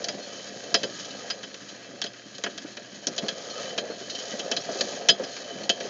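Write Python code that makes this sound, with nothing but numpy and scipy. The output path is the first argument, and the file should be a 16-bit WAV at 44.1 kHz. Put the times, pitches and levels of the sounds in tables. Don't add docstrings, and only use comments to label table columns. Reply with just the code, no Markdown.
import sys
import numpy as np
from scipy import signal
from scipy.fft import rfft, irfft
from scipy.io import wavfile

SR = 44100
rng = np.random.default_rng(int(sys.argv[2]) if len(sys.argv) > 2 else 0)


def persist_wave(psi):
    counts = np.round(np.clip(psi, -1, 1) * 32767).astype(np.int16)
    wavfile.write(sys.argv[1], SR, np.atleast_2d(counts).T)


N = 259749
TIME = np.arange(N) / SR


# (time [s], relative level [dB])
COIL_LEVEL = [(0.06, -42), (0.33, -45), (0.83, -44.5), (1.32, -43.5), (1.48, -52.5), (1.98, -49),
              (2.09, -54), (3.05, -50.5), (3.27, -42), (3.83, -40), (3.98, -49), (4.2, -40.5), (4.46, -41),
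              (4.78, -37), (5.43, -42), (5.8, -40.5)]
# (frequency [Hz], gain [dB])
RUMBLE_SPECTRUM = [(25, -50), (55, -26), (76, -13), (105, -13.5), (135, -6), (165, -3.5), (260, 3),
                   (330, -1), (420, -12), (700, -23)]
HOLLOW_SPECTRUM = [(200, -29.5), (320, -20), (400, -0.5), (520, 6), (640, 3.5), (760, -1), (950, -11),
                   (1300, -18.5), (2500, -53)]

def coil_rumble(turn_s=0.621, first_press_s=0.082):
    coil_db = swing(COIL_LEVEL)
    press = np.cos(2 * np.pi * (TIME - first_press_s) / turn_s)
    judder = grains(per_s=1400, spread_db=4) * from_db(2.3 * drift(14))
    scrape = grains(per_s=2500, spread_db=3) * from_db(1.3 * drift(22))
    rumble = rms_one(pipe_air(colour(judder, RUMBLE_SPECTRUM), resonance_db=9))
    hollow = rms_one(pipe_air(colour(scrape, HOLLOW_SPECTRUM), resonance_db=2.5))
    rumble_db = -48 + 1.47 + 0.24 * coil_db + 2 * press
    hollow_db = -43.5 + 0.13 + coil_db + 1.5 * press
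    return from_db(rumble_db) * rumble + from_db(hollow_db) * hollow


# (time [s], relative level [dB], pitch [Hz])
BUMPS = [(0.84, -24.5, 435), (2.645, -29.5, 297), (3.069, -27, 276), (3.232, -21.5, 224),
         (3.899, -23.5, 466), (4.012, -30.5, 376), (4.336, -29.5, 230), (4.688, -20.5, 653),
         (4.754, -27.5, 383), (5.197, -21, 516), (5.848, -27, 400)]
# (frequency [Hz], gain [dB])
THUD_SPECTRUM = [(30, -49.5), (70, -36.5), (120, -15.5), (190, -1), (320, -1), (520, 3.5), (720, -4),
                 (950, -14), (1500, -9.5), (3000, -33.5)]

def coil_bumps():
    tone, scuff = np.zeros((2, N))
    t = TIME[:SR // 6]
    faint_bumps = strays(COIL_LEVEL, level_db=-38.5, low_hz=233, high_hz=674, count=8)
    for s, level_db, hz in BUMPS + faint_bumps:
        thump = ring(t, hz, t60=0.054, rise=0.00076)
        add(tone, s, from_db(level_db + 3) * resonate(thump, hz, width=hz))
        add(scuff, s, from_db(level_db - 10) * burst(t, length=0.0084, t60=0.16, rise=0.0024))
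    return tone + pipe_air(colour(scuff, THUD_SPECTRUM), resonance_db=-1)


# (time [s], relative level [dB])
CHIP_FLOW = [(0.12, -47), (0.98, -44.5), (1.46, -50), (2.08, -54), (2.24, -52), (2.9, -51.5), (3.49, -45.5),
             (3.65, -43), (3.82, -51), (4.08, -46.5), (4.25, -40.5), (4.56, -45.5), (4.78, -39.5),
             (4.94, -42), (5.11, -52), (5.32, -44.5), (5.71, -49.5), (5.85, -44.5)]
# (frequency [Hz], gain [dB])
GRIND_SPECTRUM = [(500, -25), (950, -8), (1260, -9), (1420, -3.5), (1660, 4), (1900, -0.5), (2150, -5),
                  (2330, -4), (2800, -5.5), (3100, -2.5), (3600, -12), (5000, -20)]
RUSTLE_SPECTRUM = [(1500, -31.5), (2800, -14.5), (3600, -2.5), (4300, 0), (5200, -1), (5900, -2),
                   (6600, 4.5), (7500, -7)]
PIPE_HZ = [680, 1260, 1630, 1925, 2380, 2630, 3050, 3146, 3271, 3353, 3811, 3905, 4018, 4280, 4570, 4764,
           4894, 5470, 5630, 5785, 6195, 6590]
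# (t60 [s], gain when struck [dB], gain when rubbed [dB])
PIPE_RING = [(0.11, -5.5, -22.5), (0.026, -12, -6.5), (0.014, -4, -18), (0.05, -12, -11.5),
             (.04, -22, -17.5), (0.071, -6.5, -6), (0.06, -0.5, 1), (0.12, -6, -2), (0.039, 2.5, -9),
             (0.12, -8, -12), (.085, -8.5, -14), (0.056, -13, -18), (0.12, -11, -2.5), (0.087, -4, 1),
             (0.078, -12.5, -18), (0.036, -8, -22.5), (0.047, -8, -17), (0.056, -11.5, -15),
             (0.05, -19.5, -24.5), (0.085, -17.5, -12.5), (0.07, -19, -11.5), (0.18, -19, -19)]
COIL_HZ, COIL_T60_S = 4996, 0.062

def sliding_chips():
    flow_db = swing(CHIP_FLOW)
    clumps_db = 1.2 * drift(20)
    grind_db = -45.5 + 0.33 * swing(COIL_LEVEL) + 0.22 * flow_db + clumps_db
    rustle_db = -43 + flow_db + clumps_db
    flicks = from_db(3.5) * chip_flicks()
    tinks = chip_tinks()
    grind = (grains(per_s=6000, spread_db=4.5) + 0.35 * flicks) * from_db(grind_db - 2.67)
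    rustle = (grains(per_s=9000, spread_db=4) + flicks) * from_db(rustle_db - 2.23)
    rubbing = (grains(per_s=2000, spread_db=0) + flicks) * from_db((grind_db + rustle_db) / 2)
    steel = from_db(-5.5) * resonate(rubbing, COIL_HZ, mode_width(COIL_T60_S))
    for hz, (t60, _, rubbed_db) in zip(PIPE_HZ, PIPE_RING):
        grip = from_db(3.2 * drift(4.5))
        contacts = rubbing * grip + from_db(-5.5) * tinks
        steel += from_db(rubbed_db) * resonate(contacts, hz, mode_width(t60))
    wood = colour(grind, GRIND_SPECTRUM) + colour(rustle, RUSTLE_SPECTRUM) + tinks
    return pipe_wall(wood) + from_db(16) * steel


# (time [s], relative level [dB], length of the break [s],
# thud trim [dB], crunch trim [dB], coil ring trim [dB], chip pitch [Hz])
SNAPS = [(0.0423, -25, .0033, -21, -13, -13, 4550), (0.0852, -27, 0.0047, -16, -1.5, -1, 4950),
         (0.7422, -14, 0.0062, -6, -4, 0, 5450), (0.8325, -25.5, 0.0058, 1, -6.5, -2, 2940),
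         (1.3014, -27, 0.0071, -17, -2, 5, 4870), (1.4311, -37.5, 0.0099, 2, -2.5, -3, 3100),
         (1.5424, -32.5, 0.0022, -20, -4, -20, 3450), (2.0163, -24, .0043, -30, -5.5, -19, 3460),
         (2.0403, -27.5, 0.0033, -3.5, -8.5, -16, 4160), (2.0604, -36.5, 0.0077, -3, -5.5, 1, 3250),
         (2.134, -43.5, 0.0023, -21, 4, -10, 4700), (2.382, -35.5, 0.0028, 1.5, -6, -10, 6540),
         (2.4377, -23, 0.0035, -5.5, 0.5, -8, 3060), (2.4618, -44, 0.0063, 15, 16.5, -14, 3240),
         (2.5775, -31, 0.0039, -25, -6.5, -7, 3400), (2.7691, -36.5, 0.0039, 1.5, 2.5, -14, 4000),
         (3.0694, -18, 0.0025, -11.5, -15, -21, 5800), (3.0814, -30, 0.0034, -10, -18, -20, 5200),
         (3.163, -35, .0033, -14, -17, -14, 6070), (3.1802, -23.5, .006, -9, -12.5, -18, 3500),
         (3.2834, -25, 0.00651, -5.5, -5.5, -18, 3300), (3.7778, -25, 0.0088, -3, -0.5, -13, 3950),
         (4.3939, -30, 0.0078, 1, -11, -17, 2920), (4.5146, -21.5, 0.0046, 1, -7.5, -28, 3040),
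         (4.565, -25, 0.0056, -6, -10, -3, 3950), (4.8085, -18.5, .0035, -5, -8.5, -29, 4480),
         (5.0868, -8, 0.0084, -13, -7, 2.5, 3240), (5.234, -36.5, .009, 4, -2, 5.5, 5160),
         (5.3657, -35, 0.0033, -4, -1.5, -4, 4360), (5.6333, -38, .0065, -8, -14, -13, 4280),
         (5.6934, -16, 0.0069, -7, -9, -10, 3020), (5.8022, -35.5, .008, 4.5, 0, -14, 4520)]
# (frequency [Hz], gain [dB])
CRACK_SPECTRUM = [(1000, -21.5), (2300, -11.5), (3000, -4), (3600, -2), (4400, 1), (5700, 0), (6700, 0.5),
                  (8000, -9.5)]

def chip_snaps(wind_up_s=0.004):
    thud, crunch, crack, steel = np.zeros((4, N))
    t = TIME[:SR // 4]
    touch = 1 + from_db(-60 * t / 0.046)
    for s, level_db, length, thud_db, crunch_db, coil_db, chip_hz in SNAPS:
        fibres = from_db(level_db - 4) * burst(t, length, t60=0.047, rise=0.00025)
        tick = from_db(level_db + 3.5) * burst(t, length=0.00027, t60=0.01, rise=0.0001)
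        add(crack, s, tick + fibres + from_db(4.5) * resonate(fibres, chip_hz, width=330))
        add(crunch, s, from_db(level_db + crunch_db - 1) * burst(t, length, t60=0.056, rise=0.00065))
        add(thud, s, from_db(level_db + thud_db - 6) * burst(t, length, t60=0.093, rise=0.0017))
        slap = from_db(level_db - 3) / (1 + (wind_up_s / length) ** 6)
        for hz, (t60, struck_db, _) in zip(PIPE_HZ, PIPE_RING):
            nearness_db = 6.3 * np.exp(-((hz - chip_hz) / 450) ** 2)
            strength = slap * from_db(struck_db + nearness_db + rng.normal(0, 1.5))
            add(steel, s + 0.55 * length, strength * touch * ring(t, hz, t60, rise=0.0016))
        coil_ring = ring(t, COIL_HZ, COIL_T60_S, rise=0.0077)
        add(steel, s + 0.6 * length, from_db(level_db + coil_db + 10.5) * coil_ring)
    low = pipe_air(colour(thud, THUD_SPECTRUM), resonance_db=6.5)
    bright = pipe_wall(colour(crunch, GRIND_SPECTRUM) + colour(crack, CRACK_SPECTRUM))
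    return low + bright + steel


# (time [s], relative level [dB], pitch [Hz])
TINKS = [(0.328, -31.5, 3230), (0.9969, -26, 4280), (1.0455, -30, 4370), (1.1048, -27.5, 2993),
         (1.6878, -30, 4160), (2.3476, -32, 4320), (3.4994, -28, 4340), (4.0982, -22, 4290),
         (4.149, -23, 3140), (4.1868, -27, 3220)]

def chip_tinks():
    out, t = np.zeros(N), TIME[:SR // 8]
    faint_tinks = strays(CHIP_FLOW, level_db=-36.5, low_hz=3130, high_hz=4300, count=8)
    for s, level_db, hz in TINKS + faint_tinks:
        scrape = from_db(level_db - 9.5) * burst(t, length=0.0066, t60=0.081, rise=0.00051)
        add(out, s, from_db(-1.5) * colour(scrape, CRACK_SPECTRUM))
        add(out, s, from_db(14.5) * resonate(scrape, hz, width=45))
    return out


def chip_flicks(per_s=16, t60=0.015):
    hits = rng.uniform(0.3, 1, N) * (rng.random(N) < per_s / SR)
    envelope = signal.lfilter([1], [1, -from_db(-60 / (t60 * SR))], hits + 1e-18)
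    return envelope * rng.standard_normal(N)


def chip_squeak(start=4.594, length=0.034, from_hz=5200, to_hz=5950, level_db=-37):
    hz = np.interp(TIME, [start, start + length], [from_hz, to_hz]) * (1 + 0.0087 * drift(200))
    swell = np.sin(np.pi * np.clip((TIME - start) / length, 0, 1))
    return from_db(level_db) * swell * np.sin(2 * np.pi * np.cumsum(hz) / SR)


# (frequency [Hz], width [Hz], gain [dB])
AIR_MODES = [(204.7, 16.3, -8), (377, 11, -3), (438, 35, -5), (523.5, 30, -6.5), (583, 23, -3),
             (689.6, 14.2, 2.5)]

def pipe_air(x, resonance_db):
    column = sum(from_db(db) * resonate(x, hz, width) for hz, width, db in AIR_MODES)
    return x + from_db(resonance_db) * column


def pipe_wall(x, lift_db=3, width=55):
    for hz in PIPE_HZ:
        x = x + (from_db(lift_db) - 1) * resonate(x, hz, width)
    return x


def motor_hum(hum_hz=120, level_db=-63):
    return from_db(level_db + 1.2 * drift(4.3)) * np.sin(2 * np.pi * hum_hz * TIME)


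def from_db(db):
    return 10 ** (np.asarray(db) / 20)


def rms_one(x):
    return x / np.sqrt(np.mean(x ** 2) + 1e-20)


def drift(rate_hz):
    pole = np.exp(-80 * np.pi * rate_hz / SR)
    noise = rng.standard_normal(N // 40 + 2002)
    slow = signal.lfilter([1], [1, -2 * pole, pole * pole], noise)[2000:]
    return np.interp(np.arange(N) / 40, np.arange(len(slow)), rms_one(slow))


def swing(curve):
    db = np.interp(TIME, *np.transpose(curve))
    return db - db.mean()


def strays(curve, level_db, low_hz, high_hz, count):
    when, pitch = rng.random((count, 2)).T
    s = (np.arange(count) + when) / count * TIME[-1]
    db = level_db + np.interp(s, TIME, swing(curve))
    return list(zip(s, db, low_hz * (high_hz / low_hz) ** pitch))


def grains(per_s, spread_db):
    sizes = from_db(spread_db * np.minimum(rng.exponential(1, N), 5)) * rng.choice([-1, 1], N)
    return rms_one(sizes * (rng.random(N) < per_s / SR))


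def burst(t, length, t60, rise):
    envelope = (1 - np.exp(-t / rise)) * from_db(-60 * np.maximum(t - length, 0) / t60)
    return envelope * rng.standard_normal(len(t))


def ring(t, hz, t60, rise):
    envelope = (1 - np.exp(-t / rise)) ** 2 * from_db(-60 * t / t60)
    return envelope * np.sin(2 * np.pi * (hz * t + rng.random()))


def mode_width(t60):
    return np.log(1000) / (np.pi * t60)


def resonate(x, hz, width):
    r = np.exp(-np.pi * width / SR)
    feedback = [1, -2 * r * np.cos(2 * np.pi * hz / SR), r * r]
    return signal.lfilter(np.array([1, 0, -1]) * (1 - r * r) / 2, feedback, x + 1e-18)


def colour(x, spectrum, keep_power=True, size=4096):
    hz, db = np.transpose(spectrum)
    grid = np.maximum(np.arange(size // 2 + 1) * SR / size, 1)
    gain = from_db(np.interp(np.log(grid), np.log(hz), db))
    if keep_power:
        gain = gain / np.sqrt(np.mean(gain ** 2 * (grid < 7000)))
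    cepstrum = irfft(np.log(gain))
    cepstrum[1:size // 2] *= 2
    cepstrum[size // 2 + 1:] = 0
    return signal.fftconvolve(x, irfft(np.exp(rfft(cepstrum))))[:len(x)]


def add(out, s, sound):
    at = int(s * SR)
    out[at:at + len(sound)] += sound[:max(N - at, 0)]


def scene():
    auger = coil_rumble() + sliding_chips() + chip_snaps() + coil_bumps() + chip_squeak()
    return (auger + motor_hum())[None]


# (frequency [Hz], gain [dB])
RECORDER_RESPONSE = [(20, -24), (50, -9), (100, 0.5), (6000, -2), (6800, -3), (7150, -6.5), (7450, -16.5),
                     (7900, -27), (9000, -34.5), (9800, -68)]

def record(dry, cutoff_hz=16500):
    saturated = 0.71 * np.tanh(dry[0] / 0.78)
    heard = colour(saturated, RECORDER_RESPONSE, keep_power=False)
    rounded = heard / (1 + (heard / 0.69) ** 10) ** (1 / 10)
    lowpass = signal.cheby2(12, 70, cutoff_hz, fs=SR, output="sos")
    return signal.sosfilt(lowpass, rounded)[None]


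dry = scene()
out = record(dry)
persist_wave(out)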